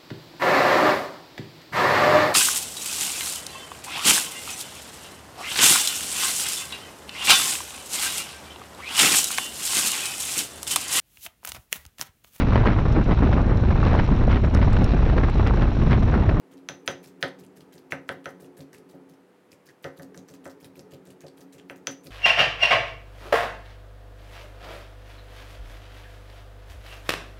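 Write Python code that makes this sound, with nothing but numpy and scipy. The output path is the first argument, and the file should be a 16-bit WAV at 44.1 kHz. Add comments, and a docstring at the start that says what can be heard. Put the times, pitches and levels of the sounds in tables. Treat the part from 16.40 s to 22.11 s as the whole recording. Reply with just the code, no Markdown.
"""A faint hum in steady room noise is heard first, then stone pounding moist food, about six strokes a second.
A stone pestle strikes a stone mortar on a wooden table: force pulses excite damped modes and dense reflections.
Every stroke thumps the table and squelches going in and coming out, as trains of wet snaps.
Some strokes break through and knock on bare stone; air pockets pop, the mortar rubs on the table.
A small kitchen answers the stone and the paste with diffuse echoes."""
import sys
import numpy as np
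from scipy import signal
from scipy.fft import rfft, irfft
from scipy.io import wavfile
from scipy.ndimage import uniform_filter1d

SR = 44100
rng = np.random.default_rng(int(sys.argv[2]) if len(sys.argv) > 2 else 0)


def materialize(psi):
    """Save the field psi as 16-bit PCM at rate SR to the path in sys.argv[1].

    A 1-D psi becomes a single channel; in a 2-D psi each row is a channel.
    """
    bounded = np.clip(np.atleast_2d(psi).T, -1, 1)
    quanta = np.round(bounded * 32767).astype(np.int16)
    wavfile.write(sys.argv[1], SR, quanta)


N = 251645  # samples
TIME = np.arange(SR) / SR  # one second, for decays and impulse responses
CLOCK = np.arange(N) / SR  # the whole scene

# All levels are relative: they set balances ahead of further gains and filters.
# steady room noise, spectral density: f/Hz, level/dB
ROOM_NOISE = [(15, -42), (25, -49), (53, -22), (263, -1.5), (326, -0.5), (405, -1.5), (575, -7.5),
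              (887, -11), (1290, -14), (1940, -17), (3920, -27.5), (4870, -29), (5730, -32), (10400, -33),
              (16000, -38.5)]
# hum partials: f/Hz, level/dB
HUM_PARTIALS = [(146, -81), (184, -70.5), (382, -72), (497, -68)]
# diffuse echo of the kitchen, by band: f/Hz, level/dB, t60/s
KITCHEN_BANDS = [(300, 27, 0.26), (875, 10.5, 0.092), (1910, -7, 0.25), (3520, -5.5, 0.23),
                 (6350, -5, 0.26), (9800, -5.5, 0.13), (16100, -5.5, 0.22)]
# dense rumble of the wood, by band: f/Hz, level/dB, t60/s
WOOD_BANDS = [(66.4, -27, 0.226), (101, 22, 0.17), (124, 23, 0.13), (166.5, 24, 0.1), (231, -13, 0.44),
              (278, 31, 0.37), (298, 13, 0.37), (376, 13.5, 0.84), (504, 29.5, 0.3), (544, 30, 0.11),
              (655, 23.5, 0.31), (1150, 13, 0.46), (2000, -6, 0.24)]
# lasting resonances of the loaded table and the kitchen around it; close pairs beat: f/Hz, level/dB, t60/s
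TABLE_MODES = [(131, -31, .22), (149, -24, .28), (187, -38, .8), (262, -32, .45), (271, -27, .65),
               (288, -36, .55), (362, -29, .35), (380, -33, .55), (428, -31, .35), (492, -27, .35),
               (546, -17.5, .3), (635, -34, .33), (716, -30, .3), (765, -35, .25), (872, -32, .25),
               (945, -35, .22), (1205, -34, .26), (1260, -26, .24), (1303, -28, .24), (1395, -27, .24),
               (1518, -29, .28), (1543, -27, .26), (1700, -30, .28), (1756, -28, .21), (1825, -26, .24),
               (1916, -25, .25), (2037, -27, .25), (2142, -33, .26)]
# rubbing of mortar on table, spectrum: f/Hz, level/dB
RUBBING = [(60, -4), (140, -21.5), (190, 5), (270, -1), (420, -1.5), (560, -25.5), (900, -10), (2000, -35)]
# swelling of the rubbing, spectrum of its fluctuation: f/Hz, level/dB
FITS = [(3, 0), (12, 0), (30, -40), (60, -120)]
# largest air pockets that burst in the paste: t/s, level/dB, f/Hz
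LARGE_POCKETS = [(1.065, -44, 7700), (1.208, -42, 4230), (1.38, -54, 4900), (1.508, -40, 2390),
                 (2.2064, -37, 4300), (2.334, -46.5, 1730), (3.118, -41, 5350), (3.632, -38.5, 5170),
                 (3.776, -32, 6400), (4.245, -38, 3900), (4.394, -36, 5500), (4.521, -46, 2970),
                 (5.67, -32, 4630)]
# colour of the squelching: f/Hz, level/dB
WET_COLOUR = [(600, -23), (1000, -8.5), (1700, 6.5), (3000, 3.5), (5000, 3), (8000, 2), (11000, 1),
              (16000, -2)]
# strokes into the paste: t/s, squelch going in level/dB, thud level/dB, time until the lift t/s,
# suck coming out level/dB
PASTE_STROKES = [(.11, -70, -58, 0.059, -72.5), (.282, -69, -48.5, 0.046, -79),
                 (.457, -60, -56, 0.041, -64), (0.628, -63, -51.5, 0.042, -64.5),
                 (0.805, -61, -65, 0.056, -63.5), (.984, -65.5, -48.5, 0.049, -68),
                 (1.157, -68, -52.5, .046, -66.5), (1.321, -63.5, -50.5, .054, -66.5),
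                 (1.503, -60.5, -44.5, .04, -86), (1.675, -70, -70, 0.036, -65),
                 (1.84, -64.5, -70, 0.047, -65.5), (1.998, -64.5, -46, .044, -66),
                 (2.167, -62.5, -39, 0.041, -66.5), (2.327, -62, -59, 0.049, -71),
                 (2.488, -68, -62, 0.051, -77), (2.688, -72.5, -57, .045, -77),
                 (3.103, -78, -53, 0.013, -66.5), (3.253, -66.5, -59, 0.033, -65.5),
                 (3.425, -63.5, -35.5, .036, -70), (3.564, -65.5, -42, 0.054, -65),
                 (3.741, -64.5, -45.5, .032, -67), (3.879, -63, -46.5, 0.056, -63.5),
                 (4.039, -62, -38.5, 0.057, -64.5), (4.2, -65, -50, 0.042, -63),
                 (4.352, -65, -43, 0.038, -66), (4.505, -68, -38, 0.028, -64),
                 (4.65, -66.5, -45, 0.05, -64), (4.804, -66, -56, 0.058, -63),
                 (4.968, -66.5, -51.5, 0.036, -64.5), (5.123, -64, -48.5, 0.056, -64.5),
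                 (5.287, -68, -76, 0.069, -66), (5.458, -73, -45.5, 0.046, -61.5),
                 (5.631, -64, -44, 0.026, -63)]
# modes of the thick stone bowl, damped by its filling: f/Hz, level/dB, t60/s
BOWL_MODES = [(1418, -1, 0.0035), (1770, 4, 0.0032), (2470, 5.5, 0.0021), (3270, 2, 0.005),
              (3750, 4.5, 0.0028), (5700, 9, 0.0013), (8100, -12, 0.015), (10230, -7, 0.01)]
# bending modes of the pestle, led by close neighbours: multiple of the ring pitch, level/dB, t60/s
PESTLE_MODES = [(1, 4, 0.016), (.952, 7.5, 0.0074), (1.07, 1.5, 0.0037), (2.09, -13, 0.0044),
                (2.56, -19, 0.0054)]
# blows that reach the stone: t/s, force level/dB, contact corner f/Hz (lower where paste pads the blow),
# pitch favoured by the struck spot f/Hz, its boost level/dB, share into the table level/dB,
# rocking level/dB, pestle ring level/dB
STONE_BLOWS = [(.288, -17.5, 4560, 3040, -7, -8, -5, -33), (0.4772, -10, 4300, 2870, 0, -5.5, -9, -28),
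               (.827, -9.5, 3900, 1780, 8, -4, 3, -39), (1.5217, -13, 2470, 2080, 9.5, -5.5, 6, -46),
               (1.691, -12, 2620, 1670, 4, -6.5, -13, -60), (1.857, -21.5, 2750, 1380, 9, 0.5, -27, -45),
               (2.533, -37.5, 610, 1500, 0, 6.5, 10, -78), (3.4427, -24.5, 2770, 4940, 8, 5, 2.5, -49),
               (3.596, -30, 1680, 1790, 9, -4.5, 18, -62), (3.7454, -35.5, 2062, 1700, 7.5, -10, 15, -59),
               (4.0555, -24, 1710, 2000, -1.5, -1, -18, -55), (4.835, -31, 660, 800, -1, 6, 1, -75),
               (5.2979, -24, 2770, 2400, 5, -4, 6, -54), (5.471, -15.5, 4850, 2720, 0, -8.5, 10, -23.5)]

SINK_S = 0.019  # from meeting the paste to landing on it
SQUEEZE_S, SUCK_S = 0.037, 0.025  # fall time of the squelch going in and coming out
SOFTNESS_HZ = 359  # contact corner of a blow cushioned by paste
GRIT_DB = -20.5  # tick of stone grains, against the force of the blow
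NODE_RATIO = 1.53  # a spot that favours one pitch lies on the node of a mode this much higher
RING_HZ, ROCKING_HZ = 6150, 270  # pestle bending pitch; rocking of the mortar on its base
# a small pocket opens after each lift: middle pitch, its spread, level against the suck, delay
POCKET_HZ, POCKET_OCTAVES, POCKET_DB, POCKET_DELAY_S = 4800, 0.64, 19.5, 0.004
# the jostling of the mortar eases off for a stretch while the strokes go on more sparsely, then resumes
PAUSE_FROM_S, PAUSE_TO_S, SETTLE_S = 2.715, 3.67, 0.27
JOSTLE_DB, PAUSE_DB = -62, -18  # level during work, and its change in the pause


def amp(db):
    """Decibels to amplitude ratio."""
    return 10 ** (np.asarray(db) / 20)


def unit(x):
    """Normalisation to rms 1."""
    return x / np.sqrt(np.mean(x ** 2) + 1e-20)


def add(mix, s, sound):
    """Superposition of a sound on the mix from time s."""
    part = mix[max(round(s * SR), 0):][:len(sound)]
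    part += sound[:len(part)]


def shaped(x, hz, gains):
    """Linear filtering by a gain curve on a log-frequency axis."""
    f = np.fft.rfftfreq(len(x), 1 / SR)
    curve = np.interp(np.log(f + 1), np.log(hz), gains)
    return irfft(rfft(x) * curve, len(x))


def coloured(x, spectrum):
    """Linear filtering by a spectrum of f/Hz, level/dB."""
    hz, db = np.transpose(spectrum)
    f = np.fft.rfftfreq(len(x), 1 / SR)
    curve_db = np.interp(np.log(f + 1), np.log(hz + 1), db)
    return irfft(rfft(x) * amp(curve_db), len(x))


def favoured(x, hz, boost_db, q):
    """Resonance: lifts or weakens a single peak of quality factor q."""
    peak = signal.lfilter(*signal.iirpeak(hz, q, fs=SR), x)
    return x + (amp(boost_db) - 1) * peak


def fade(t60):
    """Exponential decay, 60 dB in t60."""
    return np.exp(-np.log(1000) * TIME / t60)


def through(x, response):
    """Convolution of a signal with an impulse response."""
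    return signal.fftconvolve(x, response)[:N]


def ringing(modes):
    """Modal superposition: damped cosines whose neighbours start in opposite senses."""
    out = np.zeros(SR)
    for k, (hz, db, t60) in enumerate(modes):
        out += (-1) ** k * amp(db) * fade(t60) * np.cos(2 * np.pi * hz * TIME)
    return out


def diffuse(bands, rise):
    """Diffuse field: dense reflections build up, then decay at each band's own speed."""
    hz, db, t60 = np.transpose(bands)
    noise, out = rng.standard_normal(SR), np.zeros(SR)
    for k, share in enumerate(np.eye(len(hz))):
        envelope = fade(t60[k]) * (1 - np.exp(-TIME / rise))
        out += amp(db[k]) * shaped(noise, hz, share) * envelope / np.linalg.norm(envelope)
    return out


def contact(corner_hz):
    """Contact mechanics: the softer the contact, the longer and duller its force pulse."""
    lowpass = signal.butter(3, min(corner_hz, SR / 3), fs=SR, output="sos")
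    return signal.sosfilt(lowpass, signal.unit_impulse(SR // 10))


def background(noise_db=-60):
    """Stationary noise and phase modulation: steady room noise under a faint wavering hum."""
    out = amp(noise_db) * unit(coloured(rng.standard_normal(N), ROOM_NOISE))
    for hz, db in HUM_PARTIALS:
        drift = unit(uniform_filter1d(rng.standard_normal(N), size=SR // 2))  # phase in radians
        out += amp(db) * np.sqrt(2) * np.sin(2 * np.pi * hz * CLOCK + drift)
    return out


def kitchen(x, turns_per_s=0.8):
    """Reverberation: the reflection pattern keeps shifting as hand and arm move over the bowl."""
    angle = 2 * np.pi * turns_per_s * CLOCK
    echo = np.zeros(N)
    for k in range(3):  # three independent patterns share a constant total power
        share = np.sqrt(2 / 3) * np.cos(angle + k * np.pi / 3)
        echo += through(x * share, diffuse(KITCHEN_BANDS, rise=0.00035))
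    return echo


def table_response():
    """Structural vibration: lasting modes over the dense rumble of the wood."""
    build_up = 1 - np.exp(-TIME / 0.00083)  # the heavy table is slow to start moving
    return ringing(TABLE_MODES) * build_up + diffuse(WOOD_BANDS, rise=0.0023)


def jostle():
    """Friction: the mortar rocks and rubs on the table in fits, less in the pause."""
    inside_pause = np.minimum(CLOCK - PAUSE_FROM_S, PAUSE_TO_S - CLOCK)
    resting = np.clip(inside_pause / SETTLE_S, 0, 1)
    rubbing = coloured(rng.standard_normal(N), RUBBING)
    fits_db = 5 * np.tanh(unit(coloured(rng.standard_normal(N), FITS)))
    return amp(JOSTLE_DB + PAUSE_DB * resting + fits_db) * rubbing


def pops(cycles=1.36, pop_db=3, tear_db=-17):
    """Bubble resonance: each pocket opens with a snap of a few cycles, then its skin tears."""
    small = []
    for s, _, _, dwell, suck_db in PASTE_STROKES:
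        hz = POCKET_HZ * 2 ** (POCKET_OCTAVES * rng.uniform(-1.3, 1))
        small.append((s + dwell + POCKET_DELAY_S, suck_db + POCKET_DB, hz))
    out = np.zeros(N)
    for s, db, hz in LARGE_POCKETS + small:
        turns = hz * TIME[:SR // 50]
        snap = np.exp(-turns / cycles) * np.sin(2 * np.pi * turns)
        tear = fade(0.022) * rng.standard_normal(SR) * (rng.random(SR) < 0.1)  # sparse crackle
        opening = signal.unit_impulse(SR) + amp(tear_db) * tear
        add(out, s, amp(db + pop_db) * through(opening, snap))
    return out


def squeezes():
    """Viscous flow: each stroke squeezes the paste, then tears it on lifting; t/s, level/dB, fall time/s."""
    going_in = [(s, db, SQUEEZE_S) for s, db, _, _, _ in PASTE_STROKES]
    coming_out = [(s + dwell, db, SUCK_S) for s, _, _, dwell, db in PASTE_STROKES]
    return going_in + coming_out


def squelches(grains_per_s=110, spread_db=3, rise=0.003, wet_db=6.5, colour_db=5, cycles=1.77):
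    """Poisson trains of wet snaps, mostly faint; each squeeze has its own mix of bubble sizes."""
    pitches = np.linspace(1100, 15500, num=22)  # Hz
    trains = np.zeros((len(pitches), N))
    t = TIME[:SR // 5]
    for s, db, length in squeezes():
        start = round(s * SR)
        envelope = amp(db + wet_db) * (1 - np.exp(-t / rise)) * np.exp(-(t / length) ** 2)
        when, size, sign = rng.random((3, len(pitches), 64))
        gaps = -np.log(1 - when) / grains_per_s * SR  # exponential waiting times, in samples
        at = np.cumsum(gaps, axis=1).astype(int)
        mixture_db = colour_db * rng.standard_normal((len(pitches), 1))
        size_db = spread_db * np.minimum(-np.log(1 - size), 4)
        height = unit(np.sign(sign - 0.5) * amp(size_db + mixture_db))
        height *= np.sqrt(SR / grains_per_s / len(pitches))  # power independent of grain density
        pitch, grain = np.nonzero(at < min(len(t), N - start))
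        moment = at[pitch, grain]
        trains[pitch, start + moment] += height[pitch, grain] * envelope[moment]
    out = np.zeros(N)
    for hz, train in zip(pitches, trains):
        turns = hz * TIME[:SR // 200]
        snap = np.exp(-turns / cycles) * np.sin(2 * np.pi * turns)
        out += np.convolve(train, snap / np.linalg.norm(snap))[:N]
    return coloured(out, WET_COLOUR)


def thuds(push_db=19, crush_db=-35):
    """Cushioned impact: the slow push of each stroke, uneven as lumps give way under it."""
    force = np.zeros(N)
    for s, _, db, _, _ in PASTE_STROKES:
        lumps = fade(0.13) * rng.standard_normal(SR)
        push = signal.unit_impulse(SR) + amp(crush_db) * lumps
        add(force, s + SINK_S, amp(db + push_db) * through(push, contact(SOFTNESS_HZ)))
    return force


def knocks(node_db=-9):
    """Hard impact: forces of bare-stone blows on bowl and table, and the pestle's brief ring in the hand."""
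    bowl, table, ring = np.zeros((3, N))
    pestle = ringing([(ratio * RING_HZ, level, t60) for ratio, level, t60 in PESTLE_MODES])
    for s, db, corner_hz, spot_hz, spot_db, table_db, rocking_db, ring_db in STONE_BLOWS:
        force = amp(db) * contact(corner_hz)
        placed = favoured(force, spot_hz, spot_db, q=4.8)
        # a mode struck on its node hardly sounds
        add(bowl, s, favoured(placed, NODE_RATIO * spot_hz, node_db, q=5.2))
        # grains of stone touch with a sharp one-sample tick, weaker where padded
        add(bowl, s, amp([db + GRIT_DB]) * min(corner_hz / 3000, 1.5))
        # off-centre blows rock the mortar on its base
        add(table, s, amp(table_db) * favoured(force, ROCKING_HZ, rocking_db, q=4.3))
        add(ring, s, amp(ring_db) * pestle)
    return bowl, table, ring


def scene():
    """Source and response: forces drive stone and table; the kitchen echoes the bright sounds."""
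    strike, shove, ring = knocks()
    stone = through(strike, ringing(BOWL_MODES)) + ring
    table = through(shove + thuds() + jostle(), table_response())
    paste = squelches() + pops()
    echo = kitchen(stone + amp(-2.5) * paste)
    return (stone + table + paste + echo + background())[None]


def record(dry, low_cut_hz=78, edge_hz=16100):
    """Band limitation: the microphone's low cut, then a steep upper edge."""
    low_cut = signal.butter(5, low_cut_hz, "highpass", fs=SR, output="sos")
    thinned = signal.sosfilt(low_cut, dry)
    band_limit = signal.firwin(511, edge_hz, window=("kaiser", 9), fs=SR)
    return signal.oaconvolve(thinned, band_limit[None], "same")


dry = scene()
out = record(dry)
materialize(out)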